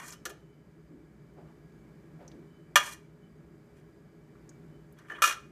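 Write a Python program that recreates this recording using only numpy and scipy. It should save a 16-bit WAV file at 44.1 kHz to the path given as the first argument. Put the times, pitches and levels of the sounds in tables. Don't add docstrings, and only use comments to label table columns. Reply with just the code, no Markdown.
import sys
import numpy as np
from scipy import signal
from scipy.fft import rfft, irfft, next_fast_len
from scipy.io import wavfile
from scipy.ndimage import uniform_filter1d

SR = 44100
rng = np.random.default_rng(int(sys.argv[2]) if len(sys.argv) > 2 else 0)


def transcribe(signal):
    frames = np.atleast_2d(signal).T
    limited = np.clip(frames, -1, 1)
    pcm = np.round(limited * 32767).astype(np.int16)
    wavfile.write(sys.argv[1], SR, pcm)


N = 243387
TOP_HZ = 15400


def undb(db):
    return 10 ** (np.asarray(db) / 20)


def unit_rms(x):
    return x / np.sqrt(np.mean(x ** 2))


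def decay(t, t60):
    return np.exp(-np.log(1000) * t / t60)


def between(ends, share):
    return ends[0] + (ends[1] - ends[0]) * np.clip(share, 0, 1)


def mix_in(out, start_s, sound):
    i = int(start_s * SR)
    out[i:i + len(sound)] += sound[:N - i]


def shaped_noise(curve, peaks=()):
    size = next_fast_len(N)
    hz = np.maximum(np.arange(size // 2 + 1) * SR / size, 1)
    curve_hz, curve_db = np.transpose(curve)
    db = np.interp(np.log(hz), np.log(curve_hz), curve_db)
    for centre_hz, width_hz, boost_db in peaks:
        db = db + boost_db / (1 + (2 * (hz - centre_hz) / width_hz) ** 2)
    return unit_rms(irfft(rfft(rng.standard_normal(size)) * undb(db), size)[:N])


def wander(rate_hz):
    hold = int(SR / rate_hz)
    steps = np.repeat(rng.standard_normal(N // hold + 1), hold)
    return unit_rms(uniform_filter1d(steps, hold)[:N])


# (frequency [Hz], relative level [dB])
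ROOM_TONE = [(15, -65), (25, -36.5), (43, -13.5), (68, -10.5), (91, -15.5), (156, -1), (193, -16),
             (313, -12.5), (523, -24), (1710, -28.5), (2170, -32), (2360, -35), (2700, -40), (13500, -50.5),
             (15500, -53)]
# (centre [Hz], width [Hz], boost [dB])
HUM_BANDS = [(59.1, 14, 8), (165, 27, 4.5), (216.3, 59, 9.5), (329.7, 36, 8), (410.2, 38, 14),
             (580, 120, 6.5), (1658, 15, 10.5), (2300, 39, 11.5), (4860, 60, 12), (6550, 60, 10.5),
             (7630, 170, 9), (13100, 200, 7)]


def appliance_hum(level_db=-53.5, drift_db=0.95):
    return undb(level_db + drift_db * wander(4.4)) * shaped_noise(ROOM_TONE, HUM_BANDS)


# (time [s], level [dB], length [s])
RING_SWELLS = [(0.163, -68, 0.034), (0.437, -83, 0.16), (0.585, -80.5, 0.04), (2.57, -81, 0.11),
               (3.24, -80, 0.061), (4.77, -79.5, 0.055), (5.135, -60, 0.059)]


def thin_ring(pitch_hz=3019, width_hz=35, rest_db=-90.5):
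    t = np.arange(N) / SR
    swells = sum(undb(db) * np.exp(-.5 * (2 * (t - time) / length) ** 2)
                 for time, db, length in RING_SWELLS)
    band = [(pitch_hz + k * width_hz, db) for k, db in ((-4, -50), (-1, -8), (0, 0), (1, -8), (4, -50))]
    return (undb(rest_db) + swells) * shaped_noise(band)


# (time [s], level [dB], cutoff [Hz], attack [s], roll-off [dB/octave])
THUDS = [(0.031, -59, 797, 0.011, 15), (.255, -45.5, 665, 0.0017, 25), (0.902, -41.5, 345, 0.08, 26),
         (1.36, -48.5, 616, 0.03, 13.5), (1.471, -64.5, 915, 0.0089, 9), (2.187, -46.5, 556, 0.028, 11.5),
         (2.313, -44, 356, .025, 29), (2.679, -51.5, 350.3, .03, 24.5), (2.757, -44.5, 697, 0.0032, 14.5),
         (3.413, -60.5, 421, 0.022, 11.5), (4.699, -55, 376.5, .02, 27), (5.1, -45, 610, .01, 40),
         (5.223, -43.5, 590, 0.013, 15)]


def thuds(t60=0.37):
    out, t = np.zeros(N), np.arange(SR // 2) / SR
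    for time, db, cutoff_hz, attack, rolloff in THUDS:
        curve = [(150, -30), (300, 0), (cutoff_hz, -3), (16 * cutoff_hz, -3 - 4 * rolloff)]
        body = shaped_noise(curve)[:len(t)]
        mix_in(out, time, undb(db) * body * np.minimum(t / attack, 1) * decay(t, t60))
    return out


# (time [s], level [dB], centre [Hz], filter width [Hz])
FAINT_TICKS = [(.045, -47, 7360, 1200), (0.104, -41, 7000, 1200), (.1245, -45.5, 5600, 2500),
               (0.295, -49, 9300, 7000), (1.72, -71, 5000, 4000), (2.2788, -50, 5900, 1790),
               (2.316, -57.5, 3750, 3000), (2.924, -46, 4100, 350), (4.354, -56, 1300, 800),
               (4.492, -51, 6800, 1965), (4.515, -58, 1300, 700), (4.9248, -61.5, 12170, 7000),
               (4.986, -63, 9900, 8000)]


def ticks(t60=.036, sheen_db=-18.5):
    out, t = np.zeros(N), np.arange(SR // 8) / SR
    for time, level_db, centre_hz, width_hz in FAINT_TICKS:
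        sheen_hz = min(2 * centre_hz, TOP_HZ)
        for db, hz, width in ((level_db, centre_hz, width_hz), (level_db + sheen_db, sheen_hz, sheen_hz)):
            radius = np.exp(-np.pi * width / SR)
            poles = [1, -2 * radius * np.cos(2 * np.pi * hz / SR), radius ** 2]
            band = signal.lfilter([1, 0, -1], poles, rng.standard_normal(len(t)))
            band = signal.lfilter([1], poles, band)
            mix_in(out, time, undb(db) * unit_rms(band) * decay(t, t60))
    return out


# (frequency [Hz], level on a floor hit [dB], level on a rim hit [dB], t60 [s])
POT_MODES = [(580, -7.5, -18.5, 0.14), (762.8, -9, -27.5, 0.056), (985, -3, -21.5, .09),
             (1204.4, 0, -1, .085), (1239, -5.5, -5.5, 0.15), (1336, -15.5, 2, .085), (1392, -9, -9, 0.087),
             (1621, -9.5, -16, 0.14), (1730, -6.5, -9, 0.14), (1790, 0.5, -12.5, .08),
             (483, -18.5, -17, 0.13), (1843, -5.5, -21, 0.06), (2299, -3, -21.5, 0.059),
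             (2466, -9, -6, .17), (2373, -6, -19.5, .09), (2828, -9.5, -9.5, 0.17),
             (2850, -17, -13.5, 0.13), (3015, -19, -22.5, .18), (3325, -4, -21, .11),
             (3170, -12, -19.5, 0.11), (4183, -23, -21.5, 0.11), (4442, -20.5, -24.5, .12),
             (5170, -22.5, -15.5, 0.11), (5774, -18.5, -15.5, 0.093), (5997, -12, -19.5, 0.0794),
             (6350, -14.5, -17.5, 0.16), (6980, -19, -18.5, 0.14), (7700, -24.5, -13.5, .1),
             (8920, -21, -17, 0.088), (11930, -23, -20, 0.06)]


def pot_ring(t, centre_hz, spread_oct, rim, t60_scale):
    hz, floor_db, rim_db, t60 = np.transpose(POT_MODES)[:, :, None]
    focus = np.exp(-.5 * (np.log2(hz / centre_hz) / spread_oct) ** 2)
    gain = undb(between((floor_db, rim_db), rim)) * focus
    polarity = (-1.) ** np.arange(len(POT_MODES))[:, None]
    return np.sum(polarity * gain * decay(t, t60 * t60_scale) * np.sin(2 * np.pi * hz * t), axis=0)


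def treble_peaks(width_hz, boost_db):
    return [(hz, width_hz, boost_db) for hz, *_ in POT_MODES if hz > 3500]


# (frequency [Hz], relative level [dB])
HISS_EQ = [(2060, -44), (3500, -12.5), (4460, -8), (4810, -8), (6250, -2.5), (8060, -3.5), (8800, -2),
           (9840, -4), (12300, -6.5), (15500, -19.5)]
# (start [s], end [s], low ring [dB], high ring [dB], hiss [dB],
# ring fade [dB/s], hiss fade [dB/s]); a negative fade swells
LADLE_SLIDES = [(0, 0.132, -49, -56, -53, 85, -18), (2.775, 2.936, -44, -47.5, -46, 60, 15),
                (3.756, 3.792, -76, -74.5, -79, 30.5, 39.5), (4.969, 5.09, -64, -75, -80, 30, 6),
                (5.098, 5.124, -53.5, -63, -70, -5, -49.5), (5.145, 5.233, -58, -62, -75, 19, -42),
                (5.235, 5.308, -40, -36.5, -38.5, 86, 45)]


def ladle_scrapes(catch_db=1.5, flicker_db=2.5, rasp_db=-6, release_db_per_s=700):
    out, t = np.zeros(N), np.arange(N) / SR
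    slips = rng.standard_normal((2, N))
    low_ring = pot_ring(t[:SR // 8], centre_hz=1100, spread_oct=.7, rim=.075, t60_scale=.16)
    high_ring = pot_ring(t[:SR // 8], centre_hz=2800, spread_oct=.4, rim=.3, t60_scale=.4)
    low_rasp = shaped_noise([(300, -39.5), (600, -10), (1400, 4), (2200, -10.5), (4000, -41)])
    high_rasp = shaped_noise([(1200, -37.5), (2100, -2.5), (3400, -2.5), (4500, -19), (8000, -50)])
    low = unit_rms(signal.fftconvolve(slips[0], low_ring)[:N]) + undb(rasp_db) * low_rasp
    high = unit_rms(signal.fftconvolve(slips[1], high_ring)[:N]) + undb(rasp_db) * high_rasp
    hiss = shaped_noise(HISS_EQ, treble_peaks(width_hz=200, boost_db=6))
    catch = catch_db * wander(220)
    layers = [layer * undb(catch + flicker_db * wander(70)) for layer in (low, high, hiss)]
    for start, end, *levels, ring_fade, hiss_fade in LADLE_SLIDES:
        attack = uniform_filter1d(1. 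* (t >= start), size=400, mode="nearest")
        release = undb(-release_db_per_s * np.maximum(t - end, 0))
        sliding_s = np.clip(t, start, end) - start
        for layer, db, fade in zip(layers, levels, (ring_fade, ring_fade, hiss_fade)):
            out += attack * release * undb(db - fade * sliding_s) * layer
    return out


# (frequency [Hz], relative level [dB])
CRACK_EQ = [(240, -52), (400, -19.5), (715, -23), (1280, -4), (1850, -8), (2060, -19.5), (2320, -14),
            (3360, -12.5), (4700, -22.5), (5910, -15.5), (8280, -22.5), (11800, -24), (15500, -33)]
# (time [s], ring [dB], ring centre [Hz], spot [0 floor, 1 rim], crack [dB], hardness [0-1])
LADLE_HITS = [(0.032, -48, 994, .1, -73, 0.2), (0.132, -55, 1800, 0.093, -48.5, 0.8),
              (0.2532, -43, 1600, 0.32, -34, 0.83), (0.2585, -29.5, 1550, 0.12, -55, 0.01),
              (0.299, -48.5, 3060, 0.3, -52, 1), (2.7569, -13.5, 1950, 0.07, -15, .78),
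              (2.7619, -20, 1610, 0.061, -29, 0.16), (2.7718, -33, 1784, 0.044, -24, 0.38),
              (4.987, -59.5, 1170, 0.33, -54.5, 0.32), (5.084, -52, 1270, 0.48, -62, 0.45),
              (5.099, -26, 1620, 0.45, -51, 0.01), (5.118, -29, 1660, 0.46, -55, 0.02),
              (5.136, -39, 1700, 0.32, -57, 0), (5.182, -35, 1430, 0.38, -64, 0.04),
              (5.2201, -15.5, 1320, 1, -22.5, .82), (5.238, -15.5, 1780, 1, -28.5, 0.83),
              (5.2569, -42, 2830, 0.36, -31, 0.73), (5.274, -24, 1800, 0.83, -33, 0.73),
              (5.295, -30, 2500, 0.75, -44, 0.5), (5.308, -35, 2200, 1, -34, 0.22),
              (5.324, -35, 2200, 0.46, -38.5, 0.44)]


def ladle_knocks(attack_s=0.00077):
    spread_oct, t60_scale, tilt_db_per_oct = (.18, 2.1), (.54, .85), (-4.5, 3.5)
    crack_t60 = (0.054, 0.11)
    out, t = np.zeros(N), np.arange(SR // 3) / SR
    crowded_modes = shaped_noise(CRACK_EQ, treble_peaks(width_hz=120, boost_db=7))
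    hz = np.arange(len(t) // 2 + 1) * SR / len(t)
    octaves = np.log2(np.maximum(hz, 300) / 2000)
    for time, ring_db, centre_hz, rim, crack_db, hardness in LADLE_HITS:
        burst = np.roll(crowded_modes, -int(time * SR))[:len(t)]
        tilt = undb(between(tilt_db_per_oct, hardness) * octaves)
        crack = irfft(rfft(burst) * tilt, len(t)) * decay(t, between(crack_t60, rim))
        ring = pot_ring(t, centre_hz, between(spread_oct, hardness), rim, between(t60_scale, hardness))
        mix_in(out, time, (undb(ring_db) * ring + undb(crack_db) * crack) * np.minimum(t / attack_s, 1))
    return out


def kitchen_reverb(x, t60=0.32, wet_db=-15.5, cutoff_hz=4960, attack_s=0.0024):
    t = np.arange(SR // 2) / SR
    tail = rng.standard_normal(len(t)) * decay(t, t60) * np.minimum(t / attack_s, 1)
    tail = signal.lfilter(*signal.butter(1, cutoff_hz, fs=SR), tail)
    return signal.fftconvolve(x, undb(wet_db) * tail / np.sqrt(np.sum(tail ** 2)))[:N]


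def scene():
    low_cut = signal.butter(2, 350, "highpass", fs=SR, output="sos")
    steel = signal.sosfilt(low_cut, ladle_knocks() + ladle_scrapes() + ticks())
    close = steel + thuds()
    return (appliance_hum() + thin_ring() + close + kitchen_reverb(close))[None, :]


def record(dry):
    crossover_hz, depth_db, knee_db, window_s = 400, -4, -54.5, .05
    bass = signal.sosfiltfilt(signal.butter(2, crossover_hz, fs=SR, output="sos"), dry)
    upper = dry - bass
    sidechain = signal.lfilter([1, -1], [1, -.8], upper)
    envelope = uniform_filter1d(np.abs(sidechain), int(window_s * SR))
    ducked = upper + bass * undb(depth_db * envelope / (envelope + undb(knee_db)))
    return signal.sosfilt(signal.ellip(10, .2, 60, TOP_HZ, fs=SR, output="sos"), ducked)


dry = scene()
out = record(dry)
transcribe(out)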